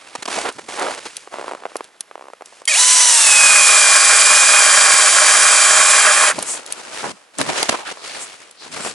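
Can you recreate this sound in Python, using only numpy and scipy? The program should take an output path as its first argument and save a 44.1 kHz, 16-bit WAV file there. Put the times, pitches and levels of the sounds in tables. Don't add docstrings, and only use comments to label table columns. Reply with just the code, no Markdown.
import sys
import numpy as np
from scipy import signal
from scipy.fft import rfft, irfft, next_fast_len
from scipy.io import wavfile
from scipy.ndimage import map_coordinates

SR = 44100
rng = np.random.default_rng(int(sys.argv[2]) if len(sys.argv) > 2 else 0)


def generate_wav(sig):
    pcm = np.round(np.clip(np.atleast_2d(sig).T, -1, 1) * 32767).astype(np.int16)
    wavfile.write(sys.argv[1], SR, pcm)


N = 394254
T = np.arange(N) / SR

# freq_hz, left_right_correlation (0-1, as drawn)
CORRELATION = [(40, .65), (150, .75), (300, .85), (600, .92), (1200, .93), (3000, .87), (8000, .9)]
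# freq_hz, lead_rad
PORT_LEAD = [(60, 0), (180, .2), (350, .5), (700, .8), (1400, .62), (2800, .58), (5500, .32), (9000, .08)]
# freq_hz, left_minus_right_db
PORT_LEAN = [(150, -.8), (700, -1.2), (1400, -2.7), (2800, -2), (5500, -.7), (9000, -.7)]
# time_s, left_minus_right_db, side_gain_db
HANDS = [(.5, -.7, 0), (1.5, .4, 0), (6.2, 1, 1), (6.6, 2.3, 8), (7.6, .8, 10), (8.7, 3, 8)]

# freq_hz, density_db
FLOOR_SPECTRUM = [(30, -26), (150, -8), (500, 0), (2000, 0.5), (11000, -14)]
# center_s, sigma_s, level_db
NUDGES = [(0.19, 0.0039, -42), (0.565, .012, -45), (0.642, .02, -50), (6.382, 0.03, -37),
          (7.078, .035, -37), (7.41, 0.016, -26.5), (7.492, 0.021, -31), (7.698, 0.007, -27),
          (8.813, 0.091, -42.5)]
# freq_hz, density_db
NUDGE_SPECTRUM = [(25, -20), (70, -13.5), (160, 0.5), (300, 0), (600, -16), (1500, -53)]

# start_s, length_s, fade_s, body_db, swish_db, hiss_db
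STROKES = [(-.03, 0.26, 0.048, -47.5, -44.5, -50), (0.284, .13, .03, -29, -28, -29),
           (0.429, 0.068, 0.0091, -25.5, -31, -37), (0.501, 0.2, .03, -52, -49, -47.5),
           (0.677, .27, .025, -34, -33.5, -36.5), (0.764, 0.13, .035, -25, -32, -47),
           (.97, 0.2, 0.11, -48, -42.5, -43.5), (1.305, 0.11, 0.21, -38.5, -42.5, -48),
           (1.68, 0.17, .03, -49.5, -49, -54), (2.44, .17, .012, -55.5, -53, -52),
           (6.303, 0.26, 0.058, -36, -34.5, -36.5), (6.651, 0.32, .03, -39.5, -39.5, -41),
           (6.917, 0.18, 0.017, -35, -34, -35.5), (7.016, 0.053, .015, -28, -50, -50),
           (7.1, .07, 0.053, -52, -53, -53), (7.328, .04, .02, -50, -48, -52),
           (7.373, .045, 0.043, -29.5, -30, -32), (7.452, .28, 0.072, -31, -29.5, -34),
           (7.548, 0.062, 0.029, -30.5, -25, -33), (7.841, 0.073, .012, -40, -33.5, -42),
           (7.9, 0.15, 0.022, -46, -46.5, -47), (8.025, 0.18, 0.16, -40, -35.5, -38.5),
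           (8.59, 0.13, .03, -45.5, -43.5, -47), (8.705, 0.2, 0.045, -37, -34.5, -35.5),
           (8.835, .045, 0.022, -32.5, -34, -40)]
# freq_hz, density_db
BODY_SPECTRUM = [(25, -43.5), (60, -46), (130, -20), (250, -6), (450, 1), (850, 0.5), (1400, -2),
                 (2200, -13), (4000, -51)]
SWISH_SPECTRUM = [(700, -14), (1500, -3), (2400, -1), (4200, -6.5), (6500, -15.5)]
HISS_SPECTRUM = [(2800, -15), (4600, 0), (7500, 0), (9500, -2.5), (11000, -9)]
# center_s, sigma_s, level_db, band_center_hz
ZIPS = [(.385, 0.013, -25, 655), (0.848, 0.05, -26.5, 615), (6.512, 0.036, -22.5, 7860),
        (7.606, 0.042, -31, 6000), (7.628, 0.0087, -23, 950), (7.745, .01, -24.5, 955),
        (7.81, .03, -37.5, 850), (7.877, .014, -31.5, 1500), (8.107, 0.082, -40.5, 4300),
        (8.226, 0.02, -30.5, 7800), (8.628, 0.032, -41.5, 4260), (8.86, 0.029, -32, 8000)]
# start_s, level_db, length_s (before decay), treble_db (at 5 kHz and above)
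SCUFFS = [(0.152, -23, 0.008, 1), (0.223, -24, 0.0088, 9.5), (0.254, -22.5, 0.0076, 7),
          (0.276, -23, 0.013, 3), (0.37, -25, 0.019, -13), (0.583, -29, 0.015, -2),
          (0.684, -23.5, 0.0053, -4.5), (0.976, -30.5, 0.0174, 6), (1.053, -27, 0.018, 4.5),
          (6.382, -23, 0.0086, -13), (7.103, -30.5, 0.015, 7), (7.387, -22.5, .025, -3),
          (7.487, -17.5, 0.017, -1.5), (7.574, -24, 0.013, 12), (7.628, -13, 0.0035, 1),
          (7.69, -12.5, 0.0086, 4), (7.723, -19, 0.0067, -4), (7.741, -22.5, 0.008, -5.5),
          (7.887, -29.5, 0.0057, -4), (7.911, -28.5, 0.015, 2.5)]
# freq_hz, density_db
SCUFF_SPECTRUM = [(30, -38), (100, -26), (250, 0), (600, 5.5), (1000, 1.5), (1800, -3.5), (4000, -10),
                  (8000, -13.5), (11000, -20.5)]

# time_s, level_db, crispness_db
CREAKS = [(0.15, -17, -7), (0.281, -15, -17), (1.272, -24.5, -21), (1.321, -28.5, -17.5),
          (1.621, -28.5, -22), (1.634, -23, -28), (1.652, -12, -32), (1.662, -21, -24), (1.716, -29, -17),
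          (1.754, -12.5, -17), (1.805, -16, -22), (2.11, -23, -23), (2.153, -20.5, -22),
          (2.332, -23, -17.5), (2.407, -26, -21), (2.419, -23, -14.5), (2.523, -33.5, -19),
          (2.616, -29, -10), (6.387, -17.5, -10), (7.411, -9.5, -25), (7.744, -17, -27), (7.97, -27.5, -16)]
# start_s, end_s, slips_per_s, level_db
CREAK_RUNS = [(1.337, 1.442, 68, -19.5), (1.478, 1.56, 70, -17.5), (2.177, 2.305, 66, -30)]
# freq_hz, density_db
SNOW_SPECTRUM = [(40, -52), (150, -27.5), (330, -3.5), (520, 2), (1100, -1), (1700, -12.5), (2600, -15.5),
                 (4000, -28), (11000, -56)]
# start_s, level_db, center_hz
CLICKS = [(0.525, -25, 8500), (0.796, -13, 5010), (1.1676, -7.5, 7000), (1.767, -13, 8150),
          (1.843, -27, 4000), (2.0074, -10, 7480), (2.008, -17.5, 1400), (2.4586, -21.5, 7700),
          (2.6542, -12.5, 9000), (2.74, -2, 7000), (6.389, -10, 6550), (6.4245, -12.5, 10000),
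          (6.427, -5, 10000), (6.663, -18, 6590), (6.724, -6, 8800), (7.3855, -10, 8600),
          (7.406, -12, 5000), (7.414, -1, 1500), (7.629, -2.5, 4000), (7.694, -2.5, 4000),
          (8.511, -25.5, 7860)]

# time_s, speed_hz (turns per second)
SPEED = [(2.83, 251.3), (2.92, 253.7), (3.11, 241.4), (3.3, 213.3), (3.53, 204.5), (3.86, 200.4),
         (4.2, 200.1), (4.41, 204.2), (4.45, 199.5), (4.59, 205.0), (4.61, 199.3), (5.27, 196.6),
         (5.46, 201.0), (5.68, 197), (5.91, 202.4), (6.08, 198), (6.23, 203.1), (6.27, 202.1)]
# freq_hz, level_db
BUZZ = [(1900, -23), (2150, -18.5), (3187, -19), (4673, -22), (5728, -24), (7004, -35), (8495, -35),
        (9981, -21)]
# freq_hz, density_db
RUSH_SPECTRUM = [(30, -59), (150, -45.5), (330, -32), (500, -15.5), (900, -10.5), (1500, -8), (3000, -6),
                 (4400, -5.5), (5900, -3), (7600, 1), (8800, -2.5), (10000, -1.5), (11000, -9.5)]
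# order (rounded for pitch), free_db, startup_db, full_load_db,
# cutting_drift_db_per_s, roughness (0-1, before chatter)
TEETH = [(11.97, -30.5, 1, 5, -2.7, .4), (16.04, -28, 6.5, -5, 1.0, .4), (24.07, -30, -9, 1, -1.07, 0.7),
         (36.2, -31.5, -9, 8.5, 0, 0.5), (40.06, -33.5, -8, 3, 0.5, .6), (48.4, -34, -10, 4.5, 1, .8)]
# center_hz, half_width_hz (to 1/e of the boost), boost_db
HOUSING = [(2504, 173, 13.5), (3190, 71, 3.5), (4800, 97, 6.5), (5880, 110, 9), (7540, 350, 2.5),
           (8470, 430, 12)]
# order (multiple of speed), level_db
WHINE = [(18, -36), (20, -35), (25, -32.5), (28, -34.5), (29, -37), (31, -33), (34, -37.5), (37, -30),
         (42, -38), (46, -32), (47, -32), (49, -31)]
# freq_hz, density_db
SHAVINGS_SPECTRUM = [(30, -58), (120, -29.5), (300, -24), (520, -12.5), (740, -20.5), (950, -11.5),
                     (1100, -1), (1650, -2), (2000, -5.5), (2600, -7), (3100, -31), (6000, -24)]
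# center_hz, width_hz, level_db
TUBE = [(611, 36.4, -4), (1101, 64, -2), (1433, 61, -5), (1658, 97, -3)]
# freq_hz, gain_db
SHADE = [(1000, 1), (2500, 0), (7000, -3), (11000, -1.5)]

STROKE_RISE_S = 0.023
SNAPS_PER_S, SNAP_DB, SNAP_SCATTER_DB, SNAP_DECAY_S = 11, 2, 3.5, .0015
SLIP_JITTER_GAPS, SLIP_SCATTER_DB, SLIP_CRISP_DB = .15, 2, -19

FREE_HZ, LOADED_HZ = 252, 200
CREEP_HZ, SQUEEZE_AT_S, SQUEEZE_S = 147.9, 2.771, .008
HUNT_HZ, HUNT_PERIOD_S, HUNT_TOP_S = 10, .056, 2.706
LET_GO_AT_S, BRAKE_HZ_PER_S = 6.275, 500
UP_TO_SPEED_S, STRAIN_FADE_S = 2.825, .02
TOOTH_WAVER_DB = 1.0
RUSH_DB, CREEP_DROP_DB, SINK_DB_PER_S = -11, 6.5, 0.53
BITE_AT_S, DEEPEN_S = 3.056, 0.6
SCRAPE_DB, SHALLOW_DROP_DB = -17, 6.5
SURGE_AT_S, SURGE_SIGMA_S, SURGE_DB = 6.07, .035, 2.2
SHADE_AT_S, SHADE_S = 6.0, .04
TOP_HZ = 11100


def amp(db):
    return 10 ** (np.asarray(db) / 20)


def unit(x):
    return x / np.sqrt(np.mean(np.abs(x) ** 2) + 1e-20)


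def along(points, hz):
    f, v = np.transpose(points)
    return np.interp(np.log(hz + 1), np.log(f + 1), v)


def curves(rows):
    s, *cols = np.transpose(rows)
    return [np.interp(T, s, c) for c in cols]


def wobble(knots_per_s):
    knots = rng.standard_normal(int(N * knots_per_s / SR) + 4)
    return unit(map_coordinates(knots, [T * knots_per_s]))


def bump(center_s, sigma_s):
    return np.exp(-.5 * ((T - center_s) / sigma_s) ** 2)


def ease(at_s, width_s):
    return .5 + .5 * np.tanh((T - at_s) / (2 * width_s))


def gate(start_s, stop_s, rise_s, fall_s):
    return np.clip((T - start_s) / rise_s, 0, 1) * np.clip((stop_s - T) / fall_s, 0, 1)


def filtered(x, response):
    n = x.shape[-1]
    m = next_fast_len(n + 4096)
    return irfft(rfft(x, m) * response(np.fft.rfftfreq(m, 1 / SR)), m)[..., :n]


def colour(points):
    return lambda hz: amp(along(points, hz))


def ringing(modes):
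    def response(f):
        total = 0
        for k, (center, width, db) in enumerate(modes):
            damping = 1j * f * width
            total = total + (-1) ** k * amp(db) * damping / (center ** 2 - f ** 2 + damping)
        return total
    return response


def noise(response, grain=1, size=N):
    def mid_side(hz):
        turn = np.arccos(np.clip(along(CORRELATION, hz), -1, 1)) / 2
        return response(hz) * np.array([np.cos(turn), np.sin(turn)])
    mid, side = filtered(rng.standard_normal((2, size)) * grain, mid_side)
    return unit(np.array([mid + side, mid - side]))


def tone_sine(hz):
    return np.sqrt(2) * np.sin(2 * np.pi * hz * T + rng.uniform(0, 2 * np.pi))


def add(out, start_s, sound):
    part = out[..., round(start_s * SR):][..., :sound.shape[-1]]
    part += sound[..., :part.shape[-1]]


def floor():
    return amp(-55.5) * noise(colour(FLOOR_SPECTRUM))


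def nudges():
    swell = sum(amp(db) * bump(s, sigma) for s, sigma, db in NUDGES)
    return swell * noise(colour(NUDGE_SPECTRUM))


def strokes():
    power = amp([[-59], [-60], [-63]]) ** 2 * np.ones(N)
    for s, length, fade, *layers_db in STROKES:
        rise = np.clip((T - s) / STROKE_RISE_S, 0, 1)
        shape = rise * np.exp(-np.clip((T - s - length) / fade, 0, 20))
        power += np.outer(amp(layers_db) ** 2, shape ** 2)
    return np.sqrt(power)


def snaps(swish_gain):
    count = round(SNAPS_PER_S * N / SR)
    kicks = np.zeros(N)
    scatter_db = SNAP_SCATTER_DB * rng.uniform(-1, 1, count) * np.sqrt(3)
    kicks[rng.integers(N, size=count)] = amp(SNAP_DB + scatter_db)
    shape = signal.lfilter([1], [1, -np.exp(-1 / (SNAP_DECAY_S * SR))], kicks)
    cloth = noise(colour(BODY_SPECTRUM)) + noise(colour(SWISH_SPECTRUM)) + noise(colour(HISS_SPECTRUM))
    return swish_gain * shape * cloth


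def jacket():
    body_gain, swish_gain, hiss_gain = strokes() * amp(.7 * wobble(35))
    folds = amp(2.2 * wobble(260))
    threads = folds * amp(1.05 * wobble(1400))
    body = body_gain * amp(1.6 * wobble(50)) * noise(colour(BODY_SPECTRUM), threads)
    swish = swish_gain * noise(colour(SWISH_SPECTRUM), threads)
    hiss_grain = np.sqrt(folds) * amp(2.9 * wobble(1500))
    hiss = hiss_gain * noise(colour(HISS_SPECTRUM), hiss_grain)
    return body + swish + hiss + snaps(swish_gain)


def zips():
    out = np.zeros((2, N))
    for s, sigma, db, hz in ZIPS:
        weave = ringing([(hz, .45 * hz, 0)])
        out += amp(db) * bump(s, sigma) * noise(lambda f: weave(f) ** 2)
    return out


def scuffs():
    out, t = np.zeros((2, N)), np.arange(SR // 12) / SR
    for s, db, length, treble_db in SCUFFS:
        treble = colour([(800, 0), (5000, treble_db)])
        shape = np.minimum(t / 0.002, 1) * amp(-60 * np.maximum(t - length, 0) / 0.01)
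        friction = noise(lambda hz: colour(SCUFF_SPECTRUM)(hz) * treble(hz), size=len(t))
        add(out, s, amp(db) * shape * friction)
    return out


def slips():
    rows = []
    for start, end, rate, db in CREAK_RUNS:
        chance = rng.standard_normal((32, 2))
        for s, (late, louder) in zip(np.arange(start, end, 1 / rate), chance):
            rows.append((s + SLIP_JITTER_GAPS * late / rate, db + SLIP_SCATTER_DB * louder, SLIP_CRISP_DB))
    return rows


def creaks():
    out, t = np.zeros((2, N)), np.arange(2048) / SR
    crumbling = np.roll(amp(-60 * t / .016), 50)
    for s, db, crisp_db in CREAKS + slips():
        hz = np.fft.rfftfreq(len(t), 1 / SR) * np.exp(0.08 * rng.standard_normal())
        cepstrum = irfft(np.log(colour(SNOW_SPECTRUM)(hz)))
        folded = cepstrum * 2 * (np.arange(len(t)) < len(t) // 2)
        push = irfft(np.exp(rfft(folded)))
        crumble = 0.053 * noise(colour(SNOW_SPECTRUM), crumbling, size=len(t))
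        edge = amp(crisp_db - 2.0) * noise(colour(HISS_SPECTRUM), size=len(t)) * amp(-60 * t / 0.013)
        add(out, s + .0025, amp(db + 1.5) * (push / np.abs(push).max() + crumble + edge))
    return out


def clicks():
    out, t = np.zeros((2, N)), np.arange(SR // 20) / SR
    shape = amp(-60 * t / 0.015) + amp(-20.5) * amp(-60 * t / 0.032)
    for s, db, hz in CLICKS:
        shell = ringing([(hz, 5000, 0), (2500, 900, -7), (9800, 1500, -5)])
        add(out, s, amp(db - 6.5) * shape * noise(shell, size=len(t)))
    return out


def shaft():
    running, = curves(SPEED)
    trigger = ease(SQUEEZE_AT_S, SQUEEZE_S)
    braking = BRAKE_HZ_PER_S * np.maximum(T - LET_GO_AT_S, 0)
    creep = CREEP_HZ + HUNT_HZ * np.cos(2 * np.pi * (T - HUNT_TOP_S) / HUNT_PERIOD_S)
    speed = np.maximum(creep + trigger * (running - creep) - braking, 0)
    load = np.clip((FREE_HZ - running) / (FREE_HZ - LOADED_HZ), 0, 1)
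    return speed, trigger, load


def buzz():
    tones = sum(amp(db) * tone_sine(hz) for hz, db in BUZZ)
    sound = tones + amp(-16) * noise(colour(RUSH_SPECTRUM))
    return sound * gate(2.6755, 2.694, rise_s=0.0013, fall_s=0.0066)


def rush(angle, trigger, cutting_s):
    level_db = RUSH_DB - CREEP_DROP_DB * (1 - trigger) - SINK_DB_PER_S * cutting_s
    once_a_turn = 1 + 0.14 * np.cos(angle)
    grain = once_a_turn * amp(0.86 * wobble(1500))
    return amp(level_db + 0.7 * wobble(60)) * noise(colour(RUSH_SPECTRUM), grain)


def fan(speed):
    low, high = ringing([(5900, 450, 0)]), ringing([(8150, 1100, -3)])
    level_db = -18.0 + 0.35 * (np.minimum(speed, 250) - 248.0)
    return amp(level_db) * noise(lambda f: low(f) ** 2 + high(f) ** 2)


def gears(speed, angle, load, cutting_s):
    on = (T > 2.6) & (T < 6.4)
    sway = signal.sosfilt(signal.butter(2, 130, fs=SR, output="sos"), rng.standard_normal((2, N)))
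    skirt = unit(sway[0] + 1j * sway[1])

    def housing_db(hz):
        return sum(db * np.exp(-((hz - center) / half) ** 2) for center, half, db in HOUSING)

    def tone(order, rough):
        out = np.zeros(N)
        smear = (1 + rough * np.roll(skirt, rng.integers(N))[on]) / np.hypot(1, rough)
        phase = round(order) * angle[on] + rng.uniform(0, 2 * np.pi)
        out[on] = np.sqrt(2) * np.real(smear * np.exp(1j * phase))
        return out

    strain = 1 - ease(UP_TO_SPEED_S, STRAIN_FADE_S)
    chatter = 0.54 * (1 - np.maximum(load, strain)[on])
    mesh = np.zeros(N)
    for order, db, start_db, load_db, drift_db, rough in TEETH:
        effort_db = start_db * strain + load_db * load + drift_db * cutting_s + TOOTH_WAVER_DB * wobble(7)
        ring_db = housing_db(order * speed) * (1 - 0.64 * strain)
        mesh += amp(db + effort_db + ring_db) * tone(order, rough + chatter)
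    poles = amp(-32.5 + .09 * (speed - LOADED_HZ)) * tone(order=4, rough=.3 + .2 * load[on])
    poles += amp(-53 + 0.15 * (speed - FREE_HZ)) * tone(order=1, rough=0.5)
    poles += amp(-31.5 + 0.08 * (speed - FREE_HZ)) * tone(order=8, rough=0.45)
    whine = sum(amp(db) * tone(order, rough=0.95) for order, db in WHINE)
    return mesh + poles + whine


def scrape(cutting_s):
    chips = amp(2.8 * wobble(500))
    ice = noise(colour(SHAVINGS_SPECTRUM), chips) + amp(-3) * noise(ringing(TUBE), chips)
    level_db = SCRAPE_DB - SHALLOW_DROP_DB * np.exp(-cutting_s / DEEPEN_S)
    level_db += SURGE_DB * bump(SURGE_AT_S, SURGE_SIGMA_S)
    flutter_db = .55 * wobble(16) + 0.72 * wobble(40)
    return amp(level_db + flutter_db) * gate(BITE_AT_S, 6.335, rise_s=0.33, fall_s=0.027) * ice


def drill():
    speed, trigger, load = shaft()
    cutting_s = np.maximum(T - BITE_AT_S, 0)
    angle = 2 * np.pi * np.cumsum(speed * (1 + 0.002055 * wobble(45))) / SR
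    motor = rush(angle, trigger, cutting_s) + fan(speed) + gears(speed, angle, load, cutting_s)
    motor = motor * gate(2.688, 6.325, rise_s=.004, fall_s=0.035)
    shaded = ease(SHADE_AT_S, SHADE_S)
    motor = (1 - shaded) * motor + shaded * filtered(motor, colour(SHADE))
    return motor + scrape(cutting_s) + buzz()


def ports(x):
    sides = np.array([[.5], [-.5]])

    def response(hz):
        return amp(sides * along(PORT_LEAN, hz)) * np.exp(1j * sides * along(PORT_LEAD, hz))
    return filtered(x, response)


def scene():
    pan_db, width_db = curves(HANDS)
    left, right = nudges() + jacket() + zips() + scuffs() + creaks() + clicks()
    mid, side = (left + right) / 2, amp(width_db) * (left - right) / 2
    handling = np.array([mid + side, mid - side]) * amp([pan_db / 2, -pan_db / 2])
    return ports(floor() + handling + drill())


def record(dry):
    thin = signal.sosfilt(signal.butter(1, 85, "high", fs=SR, output="sos"), dry)
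    rounded = thin / (1 + np.abs(thin / 1.05) ** 8) ** (1 / 8)
    return filtered(rounded, lambda hz: hz < TOP_HZ)


dry = scene()
out = record(dry)
generate_wav(out)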